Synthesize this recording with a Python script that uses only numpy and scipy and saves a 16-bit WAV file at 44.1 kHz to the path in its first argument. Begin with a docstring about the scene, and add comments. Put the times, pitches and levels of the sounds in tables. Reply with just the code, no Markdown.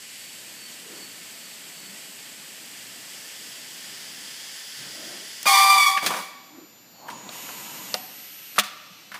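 """Factory hall with a pneumatic sheet loader. Suction cups hiss (shaped noise) while the carriage brings
a sheet in, chirping and groaning (narrow noise). An air blast (gated noise) frees the sheet and the rubber
lips squeal (jittered harmonics). The sheet drops, bounces and scrapes out over rollers; stops clack on the
steel frame (noise burst plus modes). Valves leak (noise plus wavering sines) over machinery rumble and hum.
The blasts and the impacts echo in the hall."""
import sys
import numpy as np
from scipy import signal
from scipy.fft import rfft, irfft, next_fast_len
from scipy.io import wavfile

SR = 44100
rng = np.random.default_rng(int(sys.argv[2]) if len(sys.argv) > 2 else 0)


def int16_out(signal):
    """Quantize to a 16-bit WAV file."""
    q = np.round(np.clip(np.atleast_2d(signal).T, -1, 1) * 32767)
    wavfile.write(sys.argv[1], SR, q.astype(np.int16))


N = 405279
T = np.arange(N) / SR

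# air blasts: opens t/s, closes t/s, level/dB, sag/(dB/s), release/(dB/s)
BLASTS = [(5.453, 5.9, -19.2, 22, 100), (6.02, 6.204, -34.5, 20, 146)]
BLAST_ATTACK_S = 0.022
ROLL_FROM_S, ROLL_TO_S, SPIN_UP_S, COAST_S = 6.88, 7.86, .24, .6


def blow_off():
    """The valve dumps air through the cups: a jet that sags as the line empties, and beating lip squeals."""
    # jet spectrum: f/Hz, relative level per Hz/dB
    jet_colour = [(110, -30), (440, -17), (690, -8.5), (1040, 2.5), (1370, -12.5), (1960, 3.5),
                  (2720, -5.5), (3450, .5), (3950, -4.5), (4650, .5), (5300, -4.5), (8350, -3.5),
                  (12100, -7.5), (15400, -10.5)]
    # lip squeals: start t/s, end t/s, pitch f/Hz, initial sharpness/Hz, slack flattening/Hz, level/dB,
    # roughness 0-1, overtone gain/dB
    squeals = [(5.457, 5.75, 1180.5, 36, 0, -21.5, .38, 1.6), (5.462, 5.59, 1125, -55, 0, -25.5, .5, 2),
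               (5.47, 5.785, 778, 28, 0, -24.5, .45, -17), (5.5, 5.64, 1068, 0, 0, -27, .6, -3),
               (5.53, 5.62, 998, -20, 0, -29.5, .8, -7), (5.63, 5.765, 985, 85, 0, -27, .8, -8),
               (5.745, 5.975, 1181, 14, 53, -26.5, .45, 0), (5.77, 5.895, 1131, 22, 75, -23.5, .55, 5),
               (5.865, 5.975, 779, 0, 0, -34, .35, -19)]
    flow = np.zeros(N)
    for opens, closes, db, sag, release in BLASTS:
        attack = np.clip((T - opens) / BLAST_ATTACK_S, 0, 1)
        sag_db = sag * np.clip(T - opens, 0, closes - opens)
        release_db = release * np.maximum(T - closes, 0)
        flow += attack * undb(db - sag_db - release_db)
    jet = panels(air(jet_colour), echo_db=-11, spread_s=.008)
    out = jet * flow * undb(0.43 * walk(140))
    for squeal in squeals:
        add(out, squeal[0], cup(*squeal))
    return out


def cup(start, end, pitch_hz, sharp_hz, flat_hz, db, rough, overtone_db):
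    """A rubber lip flaps and settles on its pitch; its slap is rich in overtones while pressure is high."""
    # slap overtones: multiple of the pitch, relative level/dB
    lip_overtones = [(1, 0), (2, -3), (3, -9.5), (4, -10), (5, -17), (6, -21), (7, -20), (8, -20),
                     (10, -24), (13, -28)]
    # pressure collapse behind the lips; slap share left afterwards
    slack_s, slack_spread_s, slack_slap = 5.908, .014, .12
    attack_s, release_s, settle_s = .012, .022, .045
    jitter, flutter_db = .016, 5.3  # at full roughness
    t = T[:SR // 2]
    slack = .5 + .5 * np.tanh((start + t - slack_s) / (2 * slack_spread_s))
    hz = pitch_hz + sharp_hz * np.exp(-t / settle_s) - flat_hz * slack
    phase = turn(hz * (1 + jitter * rough * walk(700, t)))
    slap = 1 - (1 - slack_slap) * slack
    multiples, lip_db = np.transpose(lip_overtones)
    tone = np.sin(phase)
    for k in range(2, 13 + 1):
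        partial_db = np.interp(k, multiples, lip_db) + overtone_db + 2.8 * walk(42, t)
        tone += slap * undb(partial_db) * np.sin(k * phase + rng.uniform(0, 2 * np.pi))
    level = undb(db + flutter_db * rough * walk(80.9, t))
    return np.sqrt(2) * tone * level * gate(0, end - start, attack_s, release_s, t)


def clacks(bounces=4):
    """Valves and stops strike the frame; the dropped sheet bounces, each time sooner and weaker."""
    # impacts: t/s, centre f/Hz, span/octaves, burst level over 10 ms/dB, t60/s, frame ring re burst/dB
    strikes = [(5.430, 7000, 1.2, -33.5, .012, -24), (5.4562, 860, 0.93, -24, 0.11, -9.5),
               (5.9734, 1950, 0.52, -22, .07, -18), (6.0255, 528, 1.6, -23.5, 0.65, -11),
               (6.0627, 2350, 1.6, -17, .09, -14), (7.084, 1260, 0.46, -34.5, 0.043, -14),
               (7.1, 2080, 1.4, -38.5, 0.11, -15), (7.2905, 3520, .38, -38, .028, -2),
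               (7.4903, 940, 0.51, -37.5, .035, -13), (7.9419, 4700, .3, -22.5, .005, -9),
               (7.9422, 1100, 1.9, -27, .045, -5), (8.5604, 1690, 1.8, -32, .39, -15),
               (8.582, 1230, .15, -16.5, .04, -12), (8.5862, 2000, 1.5, -14.5, .06, -11),
               (8.5957, 2860, 1.3, -17.5, .045, -20), (8.636, 2870, 1.2, -30.5, .28, -18),
               (9.1171, 1670, .62, -36.5, 0.11, -13), (9.1425, 1390, .96, -31.5, 0.18, -12)]
    landing_s, gap_s, gap_shrink = 6.1052, .033, .82
    first_db, loss_db = -22.5, 3
    out = np.zeros(N)
    for s, hz, octaves, db, t60_s, ring_db in strikes:
        add(out, s, undb(db) * contact(hz, octaves, t60_s, ring_db))
    for k in range(bounces):
        bounce = contact(hz=950, octaves=0.9, t60_s=0.16, ring_db=-12)
        add(out, landing_s, undb(first_db - loss_db * k) * bounce)
        landing_s += gap_s * gap_shrink ** k
    # thin steel parts radiate little bass
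    return signal.sosfilt(signal.butter(3, 125, "high", fs=SR, output="sos"), out)


def contact(hz, octaves, t60_s, ring_db):
    """A burst of dense, quickly damped modes, plus the ring of the frame."""
    # nominal modes of the steel frame: f/Hz, relative level/dB, t60/s
    frame_modes = [(205, -7, .17), (525, -4, .06), (610, 1, .07), (735, -3, .16), (935, -7, .07),
                   (1215, 0, .055), (1455, -2.5, .05), (2410, -5, .06), (2795, -6, .14), (3720, -10, .07),
                   (8320, -13, .11)]
    t = T[:SR // 2]
    f = np.fft.rfftfreq(len(t), 1 / SR) + 1
    colour = 1 / (1 + (np.log2(f / hz) / octaves) ** 2)
    noise = irfft(rfft(rng.standard_normal(len(t))) * colour, len(t))
    burst = unit(noise * undb(-60 * t / t60_s))
    ring = np.zeros(len(t))
    for mode_hz, mode_db, mode_t60_s in frame_modes:
        a, b = rng.standard_normal(2)  # each strike varies the mode's level, pitch and sign
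        envelope = undb(mode_db + 2 * a - 60 * t / mode_t60_s)
        ring += envelope * np.sign(b) * np.sin(2 * np.pi * mode_hz * (1 + 0.0098 * b) * t)
    # burst energy equals 10 ms at rms 1
    return (burst + undb(ring_db) * unit(ring)) * np.sqrt(.01 / t[-1])


def slide():
    """The sheet scrapes over the rollers, higher and louder with speed; it rings when landing or gripped."""
    # sheet rings: t/s, f/Hz, width/Hz, initial level/dB, t60/s
    sheet_rings = [(6.064, 195, 25, -38.5, 0.56), (7.084, 987, 90.1, -34.5, 0.36),
                   (7.945, 749, 22, -39, .55)]
    rest_hz, rise_hz = 643, 330
    scrape_db, slip_db = -50.5, 9  # slip: extra level while the rollers speed up
    speed = roller_speed()
    hz = rest_hz + rise_hz * speed
    scrape = narrow(hz, width_hz=60) + undb(2.5) * narrow(hz, width_hz=260)
    slipping = gate(ROLL_FROM_S, ROLL_FROM_S + SPIN_UP_S, .03, .05)
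    out = unit(scrape) * speed ** 2 * undb(scrape_db + slip_db * slipping + 0.96 * walk(50))
    for s, ring_hz, width_hz, db, t60_s in sheet_rings:
        decay = undb(db - 60 * np.maximum(T - s, 0) / t60_s)
        out += np.clip((T - s) / .006, 0, 1) * decay * narrow(ring_hz, width_hz)
    return out


def roller_speed():
    """Speed of the rollers, 0-1: spin up, run, coast down."""
    return gate(ROLL_FROM_S, ROLL_TO_S, SPIN_UP_S, COAST_S)


def suction():
    """Air rushes into the open cups until the blow-off; the hiss changes colour and grows near the bed."""
    # hiss spectrum far from the bed: f/Hz, relative level per Hz/dB
    far_colour = [(400, -7.5), (1100, -14), (1900, 0.5), (2300, 0.5), (2900, 4), (3300, 3.5), (3800, -2.5),
                  (4500, 0), (5600, -3), (8000, 1.5), (9500, -5.5), (12000, -7), (13400, -9),
                  (15400, -14.5)]
    # hiss spectrum close to the bed: f/Hz, relative level per Hz/dB
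    near_colour = [(400, -16), (1200, -19.5), (1850, -6), (2400, -10.5), (3000, -4.5), (3350, -2),
                   (3900, -12), (4800, -4), (5700, -7.5), (7300, -9.5), (9000, -14), (10200, -13),
                   (13400, -20), (15400, -19.5)]
    lower_from_s, lower_to_s, raised_nearness = 2.34, 4.55, .07
    raised_db, bed_gain_db = -42.5, 4  # level at nearness 0; gain at nearness 1
    near = np.interp(T, [lower_from_s, lower_to_s], [raised_nearness, 1])
    hiss = np.sqrt(1 - near) * air(far_colour) + np.sqrt(near) * air(near_colour)
    hiss = panels(hiss, echo_db=-16, spread_s=.012)
    hiss *= undb(raised_db + bed_gain_db * near + 0.47 * walk(14))
    return hiss * (T < BLASTS[0][0] + BLAST_ATTACK_S)


def leaks():
    """Leaking valves hiss, dull if weak and bright if strong; pairs of thin edge tones waver in it."""
    # leaks: opens t/s, closes t/s, level/dB, brightness 0-1
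    valves = [(5.998, 9.3, -57, .03), (7.06, 7.95, -50, .35), (7.29, 7.95, -44, .95),
              (7.29, 8.575, -45.5, .85), (8.57, 9.3, -51.5, .12)]
    # edge tones: start t/s, end t/s, f/Hz, partner f/Hz, pitch waver of the first/Hz, its level/dB
    edge_tones = [(.12, 4.0, 12140, 11860, 45, -58.5), (6.15, 7.25, 7030, 7320, 18, -60),
                  (6.15, 7.2, 4818, 5900, 18, -67), (6.15, 7.3, 12145, 11983, 45, -59),
                  (6.9, 7.1, 4400, 6700, 55, -58), (7.08, 7.95, 6799, 7004, 13, -50),
                  (7.2, 7.95, 7407, 12075, 20, -55), (7.3, 8.56, 11924, 12075, 6, -46),
                  (8.55, 9.3, 11950, 12140, 80, -60)]
    # weak leak spectrum: f/Hz, relative level per Hz/dB
    weak_colour = [(500, -29), (1200, -40), (1600, -2), (2700, 5), (3600, 5), (5500, 5), (7200, 0.5),
                   (8000, -4.5), (10500, -8.5), (12000, -7), (13500, -12), (15500, -24)]
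    # strong leak spectrum: f/Hz, relative level per Hz/dB
    strong_colour = [(500, -21), (1400, 0), (2000, 4.5), (2900, 7.5), (3900, 0.5), (5000, 2.5), (7200, 1.5),
                     (9000, 0.5), (12000, -4), (15500, -7)]
    open_s, close_s, fade_s, partner_db = 0.037, .08, .07, -7.5
    weak_power, strong_power, tones = np.zeros(N), np.zeros(N), np.zeros(N)
    for opens, closes, db, bright in valves:
        power = (gate(opens, closes, open_s, close_s) * undb(db)) ** 2
        weak_power += (1 - bright) * power
        strong_power += bright * power
    for start, end, hz, partner_hz, waver_hz, db in edge_tones:
        pair = whistle(hz, waver_hz) + undb(partner_db) * whistle(partner_hz, waver_hz=25)
        tones += gate(start, end, fade_s, fade_s) * undb(db) * pair
    dull = panels(air(weak_colour), echo_db=-8, spread_s=0.014)
    sharp = panels(air(strong_colour), echo_db=-8, spread_s=0.014)
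    hiss = np.sqrt(weak_power) * dull + np.sqrt(strong_power) * sharp
    return hiss * undb(0.29 * walk(45)) + tones


def whistle(hz, waver_hz):
    """An edge tone of rms near 1 that wavers in pitch and level."""
    return np.sqrt(2) * undb(0.99 * walk(24)) * np.sin(turn(hz + waver_hz * walk(210)))


def chirps(count=5):
    """The running carriage gives a fluttering chirp on every turn as it runs in."""
    first_s, every_s, length_s = .1, .395, .32
    age = T - first_s
    swell = np.sin(np.pi * np.clip(age % every_s / length_s, 0, 1))
    running = (age > 0) * (age < count * every_s)
    return undb(-50.5) * swell * running * narrow(4480, width_hz=50)


def machinery():
    """Rumble and motor hum; the rumble swells as carriage or rollers move, and each stroke groans."""
    # carriage strokes: start t/s, end t/s, first f/Hz, last f/Hz, peak groan level/dB, peak rumble level/dB
    strokes = [(.82, 1.111, 474, 260, -48.5, -52), (1.76, 1.97, 151.7, 197, -54, -59),
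               (4.74, 4.956, 133.7, 146, -53.5, -51), (4.82, 5.343, 297, 377, -52.5, -52),
               (4.854, 5.297, 607, 638, -51, -54), (6.49, 6.69, 255, 350, -46, -53),
               (8.878, 8.947, 207, 183, -53, -71)]
    # rumble spectrum: f/Hz, relative level per Hz/dB
    rumble_colour = [(28, -23), (56, -26), (76, -14), (97, -17), (124, -4.5), (185, 3.5), (285, 3),
                     (410, -3.5), (560, -2), (1010, -5), (1650, -6.5)]
    idle_db, travel_db, roller_db = -57.5, -55.5, -47  # powers add
    travel_from_s, travel_to_s, travel_ramp_s = 0.069, 4.24, 0.41
    travel = gate(travel_from_s, travel_to_s, travel_ramp_s, travel_ramp_s)
    power = undb(idle_db) ** 2 + (undb(travel_db) * travel) ** 2
    power += (undb(roller_db) * roller_speed() ** 2) ** 2
    out = undb(-71.5 + 2.6 * walk(2.8)) * np.sin(2 * np.pi * 120 * T)  # motor hum
    for start, end, first_hz, last_hz, groan_db, rumble_db in strokes:
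        progress = np.clip((T - start) / (end - start), 0, 1)
        effort = np.sin(np.pi * progress)
        hz = first_hz + (last_hz - first_hz) * progress
        out += undb(groan_db) * effort * narrow(hz, width_hz=first_hz / 5)
        power += (undb(rumble_db) * effort) ** 2
    return out + air(rumble_colour) * np.sqrt(power) * undb(0.39 * walk(17))


def hall(x):
    """Diffuse echo of the hall: decaying noise whose treble dies first."""
    t60_s, treble_t60_s, echo_db = 1.1, .55, -17.5
    t = T[:SR]
    noise = rng.standard_normal(len(t))
    mids = signal.sosfilt(signal.butter(2, [520, 5000], "band", fs=SR, output="sos"), noise)
    tail = mids * undb(-60 * t / t60_s) + undb(-33) * noise * undb(-60 * t / treble_t60_s)
    tail *= np.clip(t / 0.0085, 0, 1)
    tail /= np.sqrt(np.sum(tail ** 2))
    return undb(echo_db) * signal.fftconvolve(x, tail)[:N]


def panels(x, echo_db, spread_s, count=12):
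    """Early echoes from the steel panels comb a hiss into fine peaks; result at rms 1."""
    out = x.copy()
    for place, size in rng.uniform(-1, 1, (count, 2)):
        lag = 1 + int(abs(place) * spread_s * SR)
        out[lag:] += undb(echo_db) * size * x[:-lag]
    return unit(out)


def air(colour):
    """Turbulence: noise of rms 1 with a spectrum of (f/Hz, level/dB) points, falling beyond both ends."""
    hz, db = np.transpose(colour)
    size = next_fast_len(N)
    f = np.fft.rfftfreq(size, 1 / SR) + 1
    skirts = np.minimum(1, np.minimum(f / hz[0], hz[-1] / f)) ** 2
    gain = undb(np.interp(np.log(f), np.log(hz), db)) * skirts
    return unit(irfft(rfft(rng.standard_normal(size)) * gain, size)[:N])


def narrow(hz, width_hz):
    """Noise in one resonance, whose centre may move."""
    phase = turn(hz + np.zeros(N))
    return walk(2 * width_hz) * np.cos(phase) + walk(2 * width_hz) * np.sin(phase)


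def walk(rate_hz, t=T):
    """Smooth random signal of spread near 1 that takes rate_hz new values a second."""
    steps = rng.standard_normal(len(t) // 16)
    place = t * rate_hz
    k = place.astype(int)
    blend = np.sin((place - k) * np.pi / 2) ** 2
    return steps[k] * (1 - blend) + steps[k + 1] * blend


def turn(hz):
    """Phase in radians of a moving frequency."""
    return 2 * np.pi * np.cumsum(hz) / SR


def gate(start, end, attack_s, release_s, t=T):
    """Rises from start, holds at 1 until end, then falls."""
    return np.clip(np.minimum((t - start) / attack_s, 1 - (t - end) / release_s), 0, 1)


def add(out, s, x):
    """Mix a short sound into out at time s."""
    start = int(s * SR)
    out[start:start + len(x)] += x[:N - start]


def undb(db):
    """Decibels to gain."""
    return 10 ** (np.asarray(db) / 20)


def unit(x):
    """Scale to rms 1."""
    return x / np.sqrt(np.mean(x ** 2))


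def scene():
    """The loud events wake the hall; the steady sounds lie beneath them."""
    blast = blow_off()
    knocks = clacks() + slide()
    echo = hall(undb(4) * blast + undb(-3) * knocks)
    steady = suction() + leaks() + chirps() + machinery()
    return (blast + knocks + echo + steady)[None]


def record(dry):
    """The microphone cuts the top, above 15.4 kHz."""
    return signal.sosfilt(signal.ellip(10, .2, 70, 15400, fs=SR, output="sos"), dry)


dry = scene()
out = record(dry)
int16_out(out)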